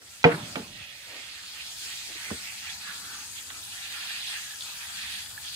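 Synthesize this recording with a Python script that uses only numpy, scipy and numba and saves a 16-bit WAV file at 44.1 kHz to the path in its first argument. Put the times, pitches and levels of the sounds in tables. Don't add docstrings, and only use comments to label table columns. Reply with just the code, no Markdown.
import sys
import numpy as np
from scipy import signal
from scipy.fft import rfft, irfft, next_fast_len
from scipy.io import wavfile
from scipy.ndimage import uniform_filter1d, map_coordinates
from numba import njit

SR = 44100
rng = np.random.default_rng(int(sys.argv[2]) if len(sys.argv) > 2 else 0)


def invert_db(x):
    u = np.asarray(x, float) / 20
    return 10 ** u


def wav_out(sig):
    wavfile.write(sys.argv[1], SR, np.round(np.clip(np.atleast_2d(sig).T, -1, 1) * 32767).astype(np.int16))


N = 245136

# freq_hz, density_db_per_hz
SPRAY_COLOUR = [(350, -50), (600, -20), (869, -6.5), (1050, -14.5), (1350, -3), (1530, -9), (1700, -6),
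                (2180, -4.5), (2440, -0.5), (3080, -2), (3480, 1.5), (5710, -4), (8270, -4), (15100, -14.5),
                (16000, -9.5)]
# freq_hz, left_minus_right_db
PORTS = [(60, 1.5), (110, -3), (200, -1), (380, -1.0), (700, -2), (1290, -0.5), (2380, -6), (4400, 1.5),
         (8120, 4.5), (15000, -3.5)]
# freq_hz, common_share_0_to_1
LIKENESS = [(60, 1), (300, 0.74), (1000, 0.34), (3000, 0.36), (8000, 0.4), (16000, 0.2)]
# freq_hz, left_lead_rad
LEAD = [(0, 0), (1290, -0.1), (1640, 0.0), (2150, 3.0), (2580, 1.1), (2930, 2.2), (3620, 9.7), (4480, 11.2),
        (5940, 9.6), (6630, 18.4), (8610, 18.8), (11500, 17.9), (13600, 15.1), (16500, 15.6)]
# freq_hz, density_db_per_hz
HUM = [(15, -50), (25, -27), (43, 0), (107, 1.5), (125, -0.5), (146, -22), (193, -3.5), (250, -17),
       (320, -45), (550, -120)]
# freq_hz, density_db_per_hz
SCUFF_COLOUR = [(250, 3), (350, -2), (500, -0.5), (700, 1)]
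# time_s, hiss_db
NOZZLE = [(0.0, -11), (0.15, -5.5), (0.3, -11.5), (0.5, -3.5), (0.7, -9.5), (1.1, -7), (1.5, -6),
          (1.8, 0.5), (2.3, -1.5), (3.4, -0.3), (4.0, -0.6), (4.5, 0.5), (5.56, 0)]
# time_s, spatter_db
SPATTER = [(0.0, -9), (0.2, -8.5), (0.45, -0.5), (0.7, -4), (1.0, -5), (1.5, -1.5), (2.0, -0.04),
           (2.8, 2.25), (3.5, -5), (3.9, 4.5), (4.4, 2), (4.6, -2.5), (5.1, 6), (5.56, -2.5)]
HANDOVER_HZ = [4300, 6000]
# time_s, resonance_hz
HOLLOW = [(0.0, 1810), (0.49, 1360), (0.74, 1850), (1.28, 2060), (1.36, 1697), (2.54, 2030), (3.03, 1465),
          (3.39, 1730), (3.56, 1300), (3.68, 1694), (4.55, 1692), (4.66, 1380), (5.05, 1850), (5.56, 1698)]
# middle_s, length_s, swell_db, drop_pitch_hz
SURGES = [(0.83, 0.22, 4.5, 2500), (1.152, 0.092, 6, 1090.0), (1.2, 0.22, 5.5, 2640),
          (1.53, 0.21, 2.5, 4760.0), (1.61, 0.043, 6.5, 2570), (1.884, 0.13, 5.5, 2530),
          (1.893, 0.47, 3, 4900), (2.25, 0.15, 5.5, 1670), (2.49, 0.11, 5.5, 2550), (2.674, 0.1, 5, 2200),
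          (2.89, 0.08, 8.5, 1550), (3.06, 0.28, 4.5, 1200), (3.2, 0.14, 5, 1184), (3.38, 0.05, 8, 2810),
          (3.541, 0.22, 5.5, 1089), (4.125, 0.298, 4, 2790), (4.346, 0.1, 7.5, 1970),
          (4.682, 0.14, 5.5, 4230), (4.686, 0.089, 5.5, 1006), (4.831, 0.06, 5.5, 1840),
          (5.495, 0.1016, 3, 3960), (4.27, .14, 1.5, 3500), (5.545, 0.064, 7.5, 3600),
          (5.465, 0.05, 5, 3700), (2.35, 0.14, 1, 8000), (3.36, .08, 1.5, 8500), (5.425, .03, 2.5, 4800),
          (4.28, .15, 3.5, 3500), (3.2, .2, 2.5, 4300), (5.1, .22, 2.5, 2450), (2.5, .25, 2, 2200),
          (.2, .08, 2, 2200), (2.7, 0.23, 3.0, 5200), (3.0, 0.24, 2, 4800), (.35, .12, 8, 9000),
          (3.6, 0.41, 2.5, 6600), (2.35, 0.34, 1.0, 1800)]
# middle_s, length_s, dip_db, drop_pitch_hz
LULLS = [(0.668, 0.24, -9, 1240), (0.953, 0.21, -5.5, 1130), (1.74, 0.2, -5.5, 1900),
         (2.02, 0.24, -3.5, 1100), (2.43, 0.23, -5, 1030), (2.518, 0.32, -2.5, 3200),
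         (2.594, 0.066, -11, 1260), (2.773, 0.0716, -7, 1540.0), (2.772, 0.079, -8, 3200),
         (3.02, 0.12, -5, 2823), (3.666, 0.14, -7, 1850), (3.864, 0.15, -7, 1089), (4.25, 0.065, -11, 1293),
         (4.445, 0.1, -5, 1005), (4.992, 0.086, -7.5, 1010), (5.09, 0.057, -4, 3600),
         (5.2, 0.287, -7.5, 1130), (5.339, 0.21, -9, 2216), (5.372, 0.1, -4.5, 4360.0), (5.9, .1, -4, 8800),
         (1.77, .12, -2.5, 7500), (.232, .02, -8, 4600), (1.87, .1, -2, 4600), (4.15, .25, -1.5, 4600),
         (.52, .08, -2, 9000), (3.7, 0.092, -2, 6600), (1.6, .1, -2, 6600), (1.9, 0.044, -0.5, 4700),
         (3.25, 0.13, -1.5, 1600), (2.97, .05, -1.5, 1300), (0.037, 0.064, -6.5, 3300),
         (5.45, .2, -3, 6500), (2.45, .3, -1, 2900), (5.23, .05, -2.5, 4200), (4.86, .04, -2, 2200),
         (4.7, .15, -3.5, 6500)]
SURGE_OCTAVES = 0.58
# time_s, left_minus_right_db
FACING = [(0, -2), (.7, -3), (1.5, -1.2), (2.3, -1.5), (2.7, -0.5), (5.56, 0.3)]
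NULL_HZ, NULL_WIDTH_HZ, NULL_FROM_S, NULL_DEPTH = 2200, 120, 3.3, 0.68
# delay_s, level_db
MIRRORS = [(.0031, -16.5), (.0053, -15.5), (.0083, -19), (0.014, -17.5)]
# freq_hz, width_hz, left_db, right_db
SHADE_SIDEWAYS = [(2050, 200, 5, 0), (3400, 600, -4, 1.5), (4230, 250, 2.5, 0.5), (4970, 300, 4, -3.5),
                  (5640, 200, -0.5, 1.5), (6200, 400, -0.5, 1.5), (11500, 1200, -2.5, -1.5)]
# freq_hz, width_hz, left_db, right_db
SHADE_FACING = [(1730, 200, -2, 3), (2300, 290, 4, -2), (3460, 560, -5, 2), (4080, 220, 0.4, 1.5),
                (4600, 450, 2.5, -3.5), (5050, 250, 1.5, -4.5), (5030, 90, 0.2, -6), (5530, 250, -0.5, -4),
                (7240, 450, 0.6, -3.5), (9550, 250, 0, 0.2)]
TURN_S, TURN_LENGTH_S = 2.7, .5
NEAR_GROUND_S = [.00152, .0016]
# time_s, left_db, right_db
GLINT = [(0, -14, -14), (2.2, -14, -12), (2.7, -8, -11), (3.1, -6, -10), (3.5, -6, -10), (4.0, -14, -11),
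         (4.6, -12, -9), (5.0, -10, -6), (5.56, -10, -6)]
# time_s, level_db
TRAFFIC = [(0, -63), (.3, -61), (.49, -53), (.66, -56.5), (.8, -57), (.86, -66), (1.3, -65.5), (1.95, -62),
           (4.1, -61), (4.35, -63), (4.65, -61), (5.56, -59.5)]
# middle_s, length_s, level_db
SCUFFS = [(0.01, 0.095, -62.5), (0.507, 0.24, -55), (0.789, 0.072, -67), (1.153, 0.12, -55.5),
          (1.63, 0.17, -73), (1.858, 0.085, -67), (2.102, .05, -55), (2.165, 0.037, -59), (2.302, 0.1, -58),
          (3.017, 0.3, -69), (3.534, 0.17, -69), (3.926, 0.079, -68), (4.691, 0.21, -71.5),
          (5.35, 0.13, -70)]
SHUFFLE_DB = -67.5
# start_s, level_db, centre_hz, t60_s, left_minus_right_db
SMACKS = [(0.2413, -17, 447, 0.025, -4.5), (0.2425, -20, 1500, 0.022, -12), (.2412, -26.5, 2800, 0.055, 8),
          (0.5558, -29, 2800, 0.031, -13), (.5575, -30, 830, 0.025, -11.5), (2.3045, -33, 1550, 0.035, -13),
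          (3.503, -40, 1560, 0.064, -5), (3.502, -36, 3200, 0.028, -9), (4.6081, -37, 3600, .05, 2),
          (5.2601, -44, 3400, .03, 0), (0.2417, -15, 2130, 0.055, -8.5), (0.23, -29.5, 4500, .015, 2.5),
          (.318, -28, 2000, 0.044, -10), (.345, -29, 1400, .04, -6), (.559, -27.5, 790, 0.024, -9),
          (2.304, -36, 490, 0.028, -6), (.018, -45, 1700, .03, -2), (.263, -36, 3200, .05, 0),
          (.292, -31, 1800, .04, -4.5)]
# start_s, crack_db, body_db, body_delay_s, decay_stretch, pitch_ratio
BANGS = [
    (0.2411, -1.5, 1.5, 0.0076, 0.81, 0.97),
    (0.556, -21.5, -23, 0.01077, 0.71, 0.92),
    (2.3015, -33, -19.5, 0.0126, 0.5, 0.95),
]
# freq_hz, level_db, t60_s
CRACK = [(460, -4.5, 0.025), (922, -0.5, 0.028), (1270, -18, 0.013), (1290, -8.5, 0.011), (1543, 6, 0.018),
         (1741, -1, 0.019), (2040, -7.5, 0.043), (2500, 2, 0.035), (2620, -29, 0.039), (3220, -10.5, 0.048),
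         (4160, -7, 0.00964), (5130, -29.5, 0.0051)]
# freq_hz, t60_s, first_blow_db, second_blow_db, third_blow_db
BODY = [(116.6, .15, -22.5, -27, 2.5), (169.3, 0.16, -0.5, -24, -18), (224.4, 0.092, -6, 7, 9.5),
        (285.3, 0.14, -3, 5, 1), (330, 0.18, -10.5, -9, -6), (418, 0.11, -5, -13, 3.5),
        (482.3, 0.24, -3.5, -9, -9), (487, 0.25, -5.5, -6, -13), (595, 0.11, -10.5, -2, -3),
        (613, 2, -36.5, -31, -36), (735, 0.083, 2, 3, -31), (934, 0.19, -9, 1, -22)]
CRACK_PAN_DB, BODY_PAN_DB = -4.5, -2.2
# freq_hz, level_db, t60_s
YARD = [(151, -25.5, 0.83), (217, -23, 0.65), (340, -18, 0.47), (540, -29.5, 0.21), (930, -24.5, 0.63),
        (1470, -21, .5), (2260, -26.5, 0.49), (3800, -37, 0.28)]
YARD_DB = [
    -8,
    -23.5,
    -32.5,
]
# start_s, peak_db, pitch_hz, t60_s
THUDS = [(.266, -13.5, 471, 0.13), (.2715, -22, 300, .05), (.285, -25, 685, 0.14), (.27, -28, 900, .05),
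         (.567, -23, 330, .025), (0.338, -21.5, 166, 0.11), (0.391, -47, 147, 0.041),
         (0.43, -29.5, 136, 0.086), (0.498, -44, 187.5, 0.085), (0.565, -29, 249.7, 0.03),
         (0.576, -38, 230, 0.04), (0.596, -24.5, 201, 0.056), (0.628, -34, 228, 0.063),
         (0.698, -35.5, 195, 0.063), (0.771, -42, 115, 0.05), (0.809, -40, 91.7, 0.063),
         (1.08, -53.5, 113, 0.059), (1.137, -49, 490, 0.14), (1.241, -47, 121.3, 0.06),
         (1.852, -50.5, 114.4, 0.053), (2.089, -51, 113, 0.06), (2.153, -42, 423, 0.037),
         (2.154, -43, 310, .04), (2.326, -34, 171, .05), (2.343, -39, 260, .05), (2.345, -43, 480, .04),
         (2.3035, -40, 1170, .04), (2.296, -44, 110, .04), (.578, -32, 520, .04), (.6, -34, 450, .04),
         (.616, -38, 700, .03), (2.1, -45, 330, .05), (3.13, -50, 300, .06), (3.21, -50, 300, .06),
         (2.334, -29.5, 91, 0.052), (2.887, -50, 194, 0.089)]
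# start_s, peak_db, pitch_hz, t60_s, left_minus_right_db
SLAPS = [(3.5025, -29, 3250, 0.016, -1), (4.608, -23.5, 3650, 0.012, 2), (4.6224, -24.5, 3400, 0.016, -2),
         (4.5893, -28.5, 4300, .007, 2), (4.6192, -28, 4200, .008, 0), (4.642, -34, 3600, .012, 0),
         (4.6512, -33, 3400, .01, 0), (4.559, -36, 3100, .008, 0), (5.3118, -34, 3800, .007, 2),
         (1.1246, -37, 1820, .02, -4), (3.5705, -37, 3400, .008, 0), (3.5025, -34, 1900, .012, -3),
         (5.552, -31, 3500, .012, 0), (5.464, -33, 4400, .01, 2), (5.2598, -30, 3400, .014, 0),
         (4.8105, -31, 2500, .015, 0), (3.2085, -34, 3700, .012, 0), (5.4615, -33, 3600, .008, 0),
         (5.45, -34, 3300, .008, 0), (5.478, -34, 3200, .012, 0), (5.5385, -32, 3600, .007, 0),
         (5.53, -34, 3300, .012, 0)]
# start_s, peak_db, pitch_hz, t60_s, left_minus_right_db
PLINKS = [
    (3.56, -50, 1280, 0.044, -2),
    (4.5068, -38.5, 1720, 0.05, -5),
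    (4.5352, -38.5, 1680, 0.046, -6),
    (5.3772, -28.5, 1707, 0.026, -7),
]
# middle_s, length_s, level_db, pitch_hz, width_hz
WHISTLES = [(4.19, 0.09, -53, 5200, 250), (4.28, 0.11, -49, 4300, 250), (4.31, .05, -49, 8300, 250),
            (4.36, .08, -43, 1750, 200), (3.5, .05, -49, 3700, 250), (4.02, 0.067, -48, 2740, 250),
            (4.6, .06, -50, 4950, 300), (0.834, 0.13, -48.5, 2540, 250), (4.82, 0.045, -49, 2420, 300),
            (5.6, 0.072, -46, 2500, 310), (3.25, .35, -50, 6600, 200), (2.36, .12, -51, 8200, 300),
            (4.25, .3, -46, 3500, 300), (5.3, .08, -52, 9100, 700), (2.7, .1, -52, 2500, 250),
            (2.27, .06, -46, 2150, 250), (2.4, .08, -53, 4400, 300), (3.12, .08, -52, 1490, 250)]


@njit
def svf(x, hz, width):
    y, b, l = np.empty(len(x)), 0., 0.
    g, k = np.tan(np.pi * hz / SR), width / hz
    for i in range(len(x)):
        v = (b + g * (x[i] - l)) / (1 + g * (g + k))
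        b, l, y[i] = 2 * v - b, l + 2 * g * v, k * v
    return y


def unit(x):
    return x / np.sqrt(np.mean(x ** 2))


def steep_band(x, hz, width):
    hz, width = float(hz), float(width)
    return unit(svf(svf(x, hz, width), hz, width))


def at_hz(table, hz):
    freq_hz, value = np.array(table).T
    return np.interp(np.log(hz), np.log(freq_hz), value)


def curves(table):
    s, *columns = np.transpose(table)
    return np.array([np.interp(np.arange(N) / SR, s, c) for c in columns])


def walk(rate):
    k = int(SR / rate)
    held = np.repeat(rng.standard_normal(N // k + 1), k)
    return unit(uniform_filter1d(uniform_filter1d(held, k), k)[:N])


def bell(s, length_s):
    return np.exp(-((np.arange(N) / SR - s) / (length_s / 2)) ** 2)


def ring(hz, t60, rise_s):
    t = np.arange(int(1.3 * t60 * SR) + 64) / SR
    return np.sin(2 * np.pi * hz * t) * (1 - np.exp(-t / rise_s)) * np.exp(-np.log(1000) * t / t60)


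def add(out, s, x):
    i = int(s * SR)
    out[i:i + len(x)] += x[:len(out) - i]


def pair(hz, width, x):
    common = at_hz(LIKENESS, hz)
    m = steep_band(x, hz, width)
    alone = np.array([np.roll(m, N // 3), np.roll(m, -N // 3)])
    both = np.sqrt(common) * m + np.sqrt(1 - common) * alone
    return both * invert_db(at_hz(PORTS, hz) / 2 * np.array([[1], [-1]]))


def lagged(x):
    size = next_fast_len(N)
    hz = np.arange(size // 2 + 1) * SR / size
    turn = np.exp(-1j * np.interp(hz, *np.transpose(LEAD)))
    return np.array([x[0], irfft(rfft(x[1], size) * turn, size)[:N]])


def drops(rate, spread_db):
    struck = rng.random(N) < rate / SR
    sign = rng.choice([-1., 1.], N)
    return struck * sign * invert_db(spread_db * np.minimum(rng.exponential(size=N), 5))


def bubbles(hz, t60, count):
    out = np.zeros(N)
    for when, pitch, size in rng.random((count, 3)):
        add(out, when * N / SR, size ** 2 * ring(hz * (.93 + .14 * pitch), t60, 0.00091))
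    return unit(out)


def spray():
    hiss_db, spatter_db, pan_db, hollow_hz = (curves(c)[0] for c in (NOZZLE, SPATTER, FACING, HOLLOW))
    strokes = np.array(SURGES + LULLS)
    coarse = np.arange(N)[::64]
    swells = np.array([bell(s, length_s)[::64] for s, length_s, *_ in strokes])
    centres = 760 * 2 ** np.arange(0, 4.5, 1 / 6)
    patches, out = [walk(9) for _ in range(8)], 0
    for k, hz in enumerate(centres):
        pitch = np.log(hz)
        share = np.interp(pitch, np.log(HANDOVER_HZ), [0, 1])
        reach_db = strokes[:, 2] * np.exp(-(np.log2(hz / strokes[:, 3]) / SURGE_OCTAVES) ** 2)
        stroke_db = np.interp(np.arange(N), coarse, reach_db @ swells)
        change_db = share * (hiss_db + .45 * patches[-1]) + (1 - share) * spatter_db + stroke_db
        grain = np.interp(pitch, np.log([800, 2500, 9000]), [.4, .5, .12])
        own = unit(drops(1500, 3.16))
        if k == 0:
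            heavy = unit(own * np.abs(own) ** .6)
        impacts = np.sqrt(grain) * unit(own + .7 * heavy) + np.sqrt(1 - grain) * rng.standard_normal(N)
        singing = np.interp(pitch, np.log([800, 2500, 6000, 12000]), [.22, .28, .3, .3])
        impacts += singing * np.sqrt(0.24 * hz / SR) * bubbles(hz, 0.048, count=160)
        flicker_db = 0.33 * patches[k // 4] + 0.45 * walk(6) + 0.95 * walk(16) + 1.9 * walk(45)
        flicker_db *= min(5000 / hz, 1) ** .3
        db = at_hz(SPRAY_COLOUR, hz) + 10 * np.log10(hz) + change_db + flicker_db
        db += 4.6 * np.exp(-(np.log(hz / hollow_hz) / 0.13) ** 2)
        out = out + invert_db(db) * pair(hz, 0.21 * hz / np.sinc(2 * hz / SR), impacts)
    out = lagged(out) / np.sqrt(np.mean(out[:, N // 2:] ** 2)) * invert_db(-38.0)
    cancelled = np.clip((np.arange(N) / SR - NULL_FROM_S) / .1, 0, 1) * NULL_DEPTH
    out = out - cancelled * svf(out.mean(axis=0), 1. 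* NULL_HZ, 1. * NULL_WIDTH_HZ)
    return out * invert_db(.5 * np.array([pan_db, -pan_db]))


def mirrored(x):
    out = x.copy()
    for delay_s, db in MIRRORS:
        place = np.arange(N) - SR * (delay_s + 0.000224 * walk(1.2))
        out += invert_db(db) * np.array([map_coordinates(port, [place], order=2, mode="mirror") for port in x])
    return out


def shaded(x):
    size = next_fast_len(N)
    hz = np.arange(size // 2 + 1) * SR / size
    spectrum = rfft(x, size)

    def held(shade):
        db = sum(np.outer(sides, np.exp(-((hz - f) / width) ** 2)) for f, width, *sides in shade)
        return irfft(spectrum * invert_db(db), size)[:, :N]

    sideways, facing = held(SHADE_SIDEWAYS), held(SHADE_FACING)
    turned = np.clip((np.arange(N) / SR - TURN_S) / TURN_LENGTH_S + .5, 0, 1)
    out = sideways + turned * (facing - sideways)
    mist = signal.sosfiltfilt(signal.butter(2, [5000, 11000], "band", fs=SR, output="sos"), out)
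    for port, fine, delay_s, db in zip(out, mist, NEAR_GROUND_S, curves(GLINT)):
        place = np.arange(N) - SR * delay_s * (1 + .008 * walk(1.5))
        echo = map_coordinates(fine, [place], order=2, mode="mirror")
        port += (fine + invert_db(db) * echo) / np.sqrt(1 + invert_db(2 * db)) - fine
    return out


def murmur(colour, low_hz, count):
    out = 0
    for hz in low_hz * 2 ** (np.arange(count) / 3):
        db = at_hz(colour, hz) + 10 * np.log10(hz) + 2.7 * walk(5)
        out = out + invert_db(db) * pair(hz, 0.33 * hz, rng.standard_normal(N))
    return unit(out)


def traffic():
    scuffing = invert_db(SHUFFLE_DB) + sum(invert_db(db) * bell(s, length_s) for s, length_s, db in SCUFFS)
    hum = murmur(HUM, 30.1, count=10) * invert_db(curves(TRAFFIC)[0] + 1.0)
    return hum + murmur(SCUFF_COLOUR, 274.0, count=5) * scuffing * invert_db(-0.5)


def smacks():
    out, age = np.zeros((2, N)), np.arange(SR // 10) / SR
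    for s, db, hz, t60, pan_db in SMACKS:
        lowpass = signal.butter(4, 1.44 * hz, fs=SR, output="sos")
        dull = signal.sosfilt(lowpass, rng.standard_normal(len(age)))
        puff = steep_band(dull, hz, 1.23 * hz) * invert_db(db - 60 * age / t60) * (1 - np.exp(-age / 0.00054))
        add(out[0], s + 8 / SR, invert_db(pan_db / 2) * puff)
        add(out[1], s, invert_db(-pan_db / 2) * puff)
    return out


def ports(x, pan_db, lag):
    return np.array([np.roll(x, lag) * invert_db(pan_db / 2), x * invert_db(-pan_db / 2)])


def door():
    cracks, bodies = np.zeros((2, N))
    for n, (s, crack_db, body_db, late_s, stretch, ratio) in enumerate(BANGS):
        crack = np.zeros(SR // 4)
        for k, (hz, db, t60) in enumerate(CRACK):
            add(crack, 0, (-1) ** k * invert_db(db) * ring(hz * ratio, t60 * stretch, 0.00039))
        for after_s, db in [(0, -0.5), (.0069, -10), (.0101, -13)]:
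            add(cracks, s + after_s * stretch ** 2, invert_db(crack_db + db - 6.5) * crack)
        for hz, t60, *db in BODY:
            add(bodies, s + late_s, invert_db(body_db + db[n] - 10.5) * ring(hz * ratio, t60 * stretch, 0.0011))
    bodies = signal.sosfilt(signal.butter(2, 90, "high", fs=SR, output="sos"), bodies)
    return ports(cracks, CRACK_PAN_DB, lag=8) + ports(bodies, BODY_PAN_DB, lag=16)


def yard():
    out, t = 0, np.arange(N) / SR
    for hz, db, t60 in YARD:
        fade = 0
        for (s, *_, late_s, stretch, _), blow_db in zip(BANGS, YARD_DB):
            age = np.maximum(t - s - 3 / hz, 0)
            fade = fade + invert_db(blow_db - 60 * age / (t60 * stretch)) * (1 - np.exp(-age / 0.00257))
        mid, side = (steep_band(rng.standard_normal(N), hz, 0.6 * hz) for _ in range(2))
        wide = mid + min(hz / 1000, 1) * side * np.array([[1], [-1]])
        out = out + invert_db(db + 2.2 * walk(40)) * fade * wide
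    return out


def knocks(table, rise_s, second):
    out = np.zeros((2, N))
    for s, db, hz, t60, *pan_db in table:
        neighbours = ring(0.915 * hz, t60, rise_s)
        higher = ring(1.3 * hz, t60, rise_s)
        x = ring(hz, t60, rise_s) + second * higher
        add(x, 0, second * neighbours)
        for channel, sign in zip(out, (1, -1)):
            add(channel, s, invert_db(db + sign * sum(pan_db) / 2) * x)
    return out


def whistles():
    noise, out = rng.standard_normal(N), 0
    for s, length_s, db, hz, width in WHISTLES:
        out = out + invert_db(db) * bell(s, length_s) * pair(hz, width, noise)
    return lagged(out)


def scene():
    small = knocks(THUDS, 0.0047, 0.28) + knocks(SLAPS, 0.00051, 0.51)
    small += invert_db(2.0) * knocks(PLINKS, 0.00094, 0.11)
    return shaded(mirrored(spray())) + traffic() + smacks() + door() + yard() + small + whistles()


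def band_limit(x):
    return signal.sosfilt(signal.butter(12, 15790, fs=SR, output="sos"), x)


def record(dry):
    fade = np.minimum(np.arange(N) / (0.045 * SR) + 0.41, 1)
    rounded = np.tanh(dry * fade * 0.89) / 0.89
    x = signal.sosfilt(signal.butter(3, 60, "high", fs=SR, output="sos"), rounded)
    x = signal.sosfilt(signal.ellip(12, .2, 80, 15700, fs=SR, output="sos"), x)
    return band_limit(x)


dry = scene()
out = record(dry)
wav_out(out)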